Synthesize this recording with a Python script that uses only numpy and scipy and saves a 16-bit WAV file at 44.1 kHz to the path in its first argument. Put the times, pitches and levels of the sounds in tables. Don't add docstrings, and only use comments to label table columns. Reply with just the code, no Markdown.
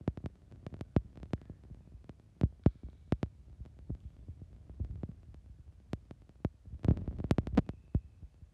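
import sys
import numpy as np
from scipy import signal
from scipy.fft import rfft, irfft
from scipy.io import wavfile

SR = 44100
rng = np.random.default_rng(int(sys.argv[2]) if len(sys.argv) > 2 else 0)


def generate_wav(sig):
    pcm = np.round(np.clip(np.atleast_2d(sig).T, -1, 1) * 32767).astype(np.int16)
    wavfile.write(sys.argv[1], SR, pcm)


def magnitude_from_level(level_db):
    exponent = np.asarray(level_db, float) / 20
    return 10 ** exponent


N = 376173

# frequency in Hz, gain in dB.
CASING_HZ_DB = [(20, -60), (30, -33), (45, -12), (60, -2.5), (95, 0), (150, -1.5), (250, -5), (350, -8.5),
                (480, -15), (630, -15.5), (920, -24.5), (1600, -29), (3500, -34.5), (8000, -44.5),
                (14000, -52.5)]
# centre in Hz, Q [no unit].
SPLITTERS_HZ_Q = [(67.2, .57), (686, .6)]
# time in seconds, level in dB.
UNREST_S_DB = [(0, -61), (.4, -63.5), (.55, -59), (.8, -60.5), (1.2, -59.5), (2.0, -63.5), (2.8, -65.5),
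               (3.199, -63.5), (4.2, -62.5), (5.0, -59.5), (5.6, -68), (6.1, -63), (6.55, -69), (6.82, -64),
               (6.87, -51.5), (7.58, -58.5), (7.72, -65), (8.53, -67.5)]
# time in seconds, swing in dB.
SWING_S_DB = [(0, -6), (.9, 2), (2.7, -2.5), (3.3, 3), (4.4, 3.5), (5.4, 4.5), (6.5, -3.5), (7.1, 1),
              (8.53, 0)]
# frequency in Hz, density in dB per Hz.
HISS_HZ_DB = [(120, -30), (200, 0), (298, -5), (419, -17), (647, -17.5), (912, -22), (9050, -34),
              (12300, -41), (15000, -61)]
# start in seconds, strength in dB, softness in Hz.
PUSHES = [(.00934, 5.5, 250), (.0776, 23.5, 1000), (.17376, 10, 2000), (.26, 14, 3237), (0.7414, 7, 2400),
          (1.23113, 6.5, 6732), (1.33385, 21, 3500), (2.0939, 7, 3500), (2.4122, 17, 4668), (2.434, 35, 90),
          (2.6613, 32, 519), (2.8331, 20, 35), (3.1227, 26, 2000), (3.23, 21.5, 3500), (5.03338, 16.5, 500),
          (6.4481, 23, 1100), (6.84592, 16, 6732), (6.8945, 5, 40), (6.9016, 27, 40), (6.924, 9, 37),
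          (6.9729, 9, 4668), (7.0175, 9.5, 230), (7.077, 17, 360), (7.1147, 16.5, 40), (7.191, 11, 250),
          (7.2013, 13.5, 650), (7.2419, 17.5, 600), (7.31, 28, 14000), (7.3834, 26, 1556),
          (7.6912, 14.5, 3237)]
# start in seconds, strength in dB, softness in Hz.
PULLS = [(.2404, 22.5, 55), (.66558, 12.5, 4000), (0.7256, 10.5, 120), (0.8101, 13.5, 9600),
         (.964, 29.5, 1000), (1.1738, 3, 4668), (1.874, -3.5, 519), (3.905, 12, 40), (5.9324, 19, 9708),
         (6.11, 7.5, 3430), (6.8328, 1, 6660), (6.851, 8.5, 1000), (6.87224, 14, 40), (6.88356, 31.5, 248),
         (6.9096, 28, 245), (6.9385, 19, 40), (6.9653, 19, 58), (6.9701, 16.5, 40), (7.0426, 9.5, 83),
         (7.3949, 11, 40.4), (7.471, 15, 4740), (7.55077, 1, 6800), (7.5598, 16, 40), (7.5647, 12, 40),
         (7.5746, 22.5, 3200), (7.5785, 29.5, 1630), (7.5826, 27, 1079), (7.5891, 24, 1556),
         (7.7348, 3.5, 175), (7.948, 38.5, 39)]
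# start in seconds, strength in dB.
TAPS = [(0.203, -6), (0.2998, -11.5), (0.4793, -13), (.6285, -6), (1.52, -10), (1.5345, -13), (1.6507, -6),
        (1.7, -5.5), (1.7698, -10), (1.807, -9.5), (1.9207, -6), (2.3649, -10.5), (2.525, -6),
        (2.595, -7.5), (2.866, -7), (3.0765, -12), (3.4822, -9.5), (5.5867, -14.5), (6.402, -11),
        (6.6555, -7.5), (6.722, -16), (6.8603, 0), (6.9048, 0.5), (6.9312, 3), (6.955, -7), (6.989, 1),
        (7.4317, -4), (7.5246, -7), (7.838, -12.5), (8.231, -7)]
# start in seconds, strength in dB.
TICKS = [(0.3559, -10), (.5143, -8.5), (0.523, -3), (.767, -8), (0.792, -8.5), (1.15692, -6), (1.2008, -8),
         (1.257, -8), (1.4155, -1.5), (1.455, -9), (1.6369, -7.5), (1.74612, -7.5), (2.0432, -6.5),
         (2.1979, -8), (3.6525, -6), (3.6606, -3.5), (3.7899, -5.5), (3.9504, -5), (4.1664, -12),
         (4.8453, -15), (4.8481, -1.5), (4.91, -9.5), (5.232, -10), (5.3439, -2.5), (6.2199, -9.5),
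         (6.2932, -5), (6.7937, -10), (7.0703, -20.5), (7.1864, -0.5), (7.6645, -9.5)]
# start in seconds, strength in dB.
FLICKS = [(0.4193, -14.5), (0.5595, -9.5), (0.6673, 1), (0.7037, -14), (1.13, -14), (1.3073, -11.5),
          (2.931, -10.5), (3.2613, -10.5), (3.498, -14), (3.529, -15), (4.104, -14.5), (4.191, -14.5),
          (4.5299, -11.5), (4.564, -13), (4.746, -15.5), (4.9574, -7.5), (5.1159, -10.5), (5.461, -13),
          (5.679, -15), (5.7252, -16.5), (5.8013, -13), (6.0538, -17), (6.3564, -14), (6.7434, -12),
          (6.8395, -8), (7.0112, -10), (7.1694, -12), (7.296, -9), (7.8795, -14.5), (8.343, -14)]
# start in seconds, strength in dB, softness in Hz, direction [+-1].
BUMPS = [(0.5337, 12, 80, -1), (0.964, 13, 101, -1), (1.4971, 8.5, 605, 1), (1.7091, 18.5, 79.4, 1),
         (2.4574, 8, 300, -1), (2.6592, 24, 45, 1), (2.8862, -3.5, 1900, 1), (3.893, 10, 55, -1),
         (3.895, 14, 218, -1), (3.9021, 15, 450, -1), (4.284, 3, 438, -1), (4.4163, 4.5, 383, 1),
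         (4.6959, 1, 1400, 1), (4.8, 11.5, 373, -1), (4.9395, 16, 79.5, 1), (4.954, 15.5, 80, -1),
         (5.0889, 12.5, 200, -1), (5.0932, 26, 55.4, -1), (6.8421, 34.5, 37.6, 1), (6.8865, 36, 32, 1),
         (6.9158, 20, 220, -1), (6.9336, 8, 139, -1), (6.984, 9, 105, 1), (6.9939, 9, 218, -1),
         (6.998, 27.5, 56, -1), (7.00333, 8, 200, -1), (7.111, 1, 1600, 1), (7.1271, -1, 1800, 1),
         (7.142, 7, 208, 1), (7.5682, 1, 1900, 1)]
# start in seconds, strength in dB.
SHOVES = [(2.4338, 46), (2.8353, 43.5), (3.5013, 29.5), (4.0491, 38.5), (4.5049, 30), (4.834, 40.5),
          (4.8974, 41), (4.9263, 36), (6.6669, 35), (6.7044, 32), (6.747, 36.5), (6.962, 38), (7.1318, 35),
          (7.146, 34), (7.174, 38.5), (7.1992, 34), (7.2363, 33), (7.343, 28.5), (7.44, 26), (7.5514, 37),
          (7.5837, 39.5), (7.608, 27), (7.6421, 31), (7.6887, 35)]
# start in seconds, strength in dB.
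TUGS = [(1.0454, 33.6), (1.9375, 33.2), (2.526, 30), (2.857, 34), (3.2149, 30), (3.261, 31), (3.603, 40),
        (3.9092, 41.5), (3.9258, 32.7), (4.2903, 39.8), (4.796, 39), (4.8076, 45.5), (4.9814, 32),
        (5.283, 34.3), (5.495, 33.8), (5.5918, 32.7), (6.7257, 40), (6.907, 43.5), (6.948, 30.8),
        (7.0197, 39), (7.044, 35), (7.0643, 37.8), (7.0806, 38.5), (7.412, 37.2), (7.4642, 33),
        (7.497, 35.3), (7.529, 46.4), (7.949, 44.4), (8.223, 37), (8.4192, 33.3)]
# start in seconds, length in seconds, level in dB, pitch in Hz, width in Hz.
TONES = [
    (.45, .25, -88, 1510, 60),
    (.72, 0.21, -88, 1500, 60),
    (1.8, 0.2, -90, 2520, 151),
    (2.747, 0.45, -89, 2270, 100),
    (4.25, 0.16, -89, 2240, 79.5),
    (5.4, 0.43, -93, 1515, 68.4),
    (7.6, 0.67, -89.5, 2505, 90),
    (7.599, 0.8, -88.5, 2630, 90),
]
# start in seconds, level in dB, mode in Hz, width in Hz.
CLACKS = [
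    (1.378, -74, 1550, 700),
    (1.46, -87, 1700, 400),
    (2.637, -75, 1500, 500),
    (2.636, -77, 2300, 300),
    (2.637, -75, 3600, 1100),
    (2.9, -80, 3800, 900),
    (4.004, -79.5, 3470, 2500),
]


def evened(x):
    return x / np.sqrt(np.mean(x ** 2) + 1e-20)


def read(points, hz):
    f, value = np.transpose(points)
    return np.interp(np.log(hz + 1), np.log(f + 1), value)


def over_time(points):
    return np.interp(np.arange(N) / SR, *np.transpose(points))


def add(mix, start_s, sound):
    part = mix[round(start_s * SR):][:len(sound)]
    part += sound[:len(part)]


def band(x, hz, width_hz):
    return signal.lfilter(*signal.iirpeak(hz, hz / width_hz, SR), x)


def casing():
    size = 8192
    hz = np.fft.rfftfreq(size, 1 / SR)
    colour = [(1, -110), *CASING_HZ_DB, (16000, -85), (SR / 2, -95)]
    cepstrum = irfft(np.log(magnitude_from_level(read(colour, hz))))
    cepstrum[1:size // 2] *= 2
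    cepstrum[size // 2 + 1:] = 0
    response = np.exp(rfft(cepstrum))
    for centre_hz, q in SPLITTERS_HZ_Q:
        s = 1j * hz / centre_hz
        response *= (s * s - s / q + 1) / (s * s + s / q + 1)
    return hz, response


def jolt(body, soft_hz, softer_hz):
    hz, response = body
    return irfft(response / (1 + 1j * hz / soft_hz) / (1 + 1j * hz / softer_hz))


def strike(rows, sound):
    out = np.zeros(N)
    for start_s, strength_db in rows:
        add(out, start_s, magnitude_from_level(strength_db) * sound)
    return out


def tremors(per_s, spread_db, soft_hz, softer_hz):
    chance = rng.random(N)
    size = np.minimum(rng.exponential(1, N), 4)
    sign = rng.choice([-1., 1.], N)
    train = sign * magnitude_from_level(spread_db * size) * (chance < per_s / SR)
    return evened(signal.oaconvolve(train, jolt(casing(), soft_hz, softer_hz))[:N])


def grip():
    unrest_db = over_time(UNREST_S_DB) + 65
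    swing_db = over_time(SWING_S_DB)
    thuds = tremors(per_s=300, spread_db=-0.5, soft_hz=13, softer_hz=25.6)
    thuds = evened(band(thuds, hz=67, width_hz=58))
    rumble = tremors(per_s=370, spread_db=3.5, soft_hz=60, softer_hz=215)
    crackle = tremors(per_s=250, spread_db=5.5, soft_hz=700, softer_hz=1500)
    ticks = tremors(per_s=500, spread_db=3.5, soft_hz=3000, softer_hz=9000)
    out = magnitude_from_level(-59 + 0.3 * unrest_db + swing_db) * thuds
    out += magnitude_from_level(-65.5 + 1.01 * unrest_db) * rumble
    out += magnitude_from_level(-74.5 + 1.15 * unrest_db - 0.3 * swing_db) * crackle
    out += magnitude_from_level(-74.5 + 1.33 * unrest_db) * ticks
    return out


def hiss():
    level_db, low_hz, high_hz = -80.5, 430, 12800
    hz = np.fft.rfftfreq(N, 1 / SR)
    spectrum = rfft(rng.standard_normal(N)) * magnitude_from_level(read(HISS_HZ_DB, hz))
    spectrum *= (hz > low_hz) & (hz < high_hz)
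    return magnitude_from_level(level_db) * evened(irfft(spectrum, N))


def knocks():
    out, body = np.zeros(N), casing()
    for gain, rows in ((0.94, PUSHES), (-0.89, PULLS)):
        for start_s, strength_db, soft_hz in rows:
            add(out, start_s, gain * magnitude_from_level(strength_db) * jolt(body, soft_hz, 11700))
    return out


def taps():
    return strike(TAPS, -jolt(casing(), soft_hz=500, softer_hz=1500))


def shell_ticks():
    return strike(TICKS, jolt(casing(), soft_hz=6100, softer_hz=SR / 2))


def flicks():
    return strike(FLICKS, -jolt(casing(), soft_hz=4500, softer_hz=13500))


def bumps():
    out, body = np.zeros(N), casing()
    for start_s, strength_db, soft_hz, way in BUMPS:
        add(out, start_s, np.sign(way) * magnitude_from_level(strength_db) * jolt(body, soft_hz, 0.94 * soft_hz))
    return out


def hand_shifts():
    shift = jolt(casing(), soft_hz=14.7, softer_hz=24.6)
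    return strike(SHOVES, shift) - strike(TUGS, shift)


def squeaks_and_whistle():
    flutter_hz, flutter_depth, droop_db = 24, 0.36, -10.5
    out = np.zeros(N)
    for start_s, length_s, level_db, hz, width_hz in TONES:
        t = np.arange(round(length_s * SR)) / SR
        noise = rng.standard_normal(N // 6)
        tone = evened(band(band(noise, hz, width_hz), hz, width_hz))[:len(t)]
        tone *= 1 + flutter_depth * np.sin(2 * np.pi * flutter_hz * t)
        tone *= signal.windows.tukey(len(t), 0.15)
        add(out, start_s, magnitude_from_level(level_db + droop_db * t / length_s) * tone)
    return out


def stick_clacks():
    out = np.zeros(N)
    t = np.arange(600) / SR
    for start_s, level_db, hz, width_hz in CLACKS:
        crack = rng.standard_normal(len(t)) * magnitude_from_level(-60 * t / 0.0027)
        ring = band(band(crack, hz, width_hz), hz, 2 * width_hz)
        add(out, start_s, magnitude_from_level(level_db) * evened(ring))
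    return out


def court():
    t60_s, build_s = 2.2, 0.02
    tones, clacks = squeaks_and_whistle(), stick_clacks()
    t = np.arange(SR) / SR
    tail = rng.standard_normal(SR) * magnitude_from_level(-60 * t / t60_s)
    tail *= (1 - np.exp(-t / build_s)) * (1 - t)
    tail /= np.linalg.norm(tail)
    sent = magnitude_from_level(-0.5) * tones + magnitude_from_level(3.5) * clacks
    return tones + clacks + signal.fftconvolve(sent, tail)[:N]


def scene():
    handling = grip() + knocks() + taps() + shell_ticks() + flicks() + bumps() + hand_shifts()
    return (handling + hiss() + court())[None]


def low_pass(x):
    return signal.sosfilt(signal.butter(12, 15700, fs=SR, output="sos"), x)


def record(dry):
    return low_pass(dry)


dry = scene()
out = record(dry)
generate_wav(out)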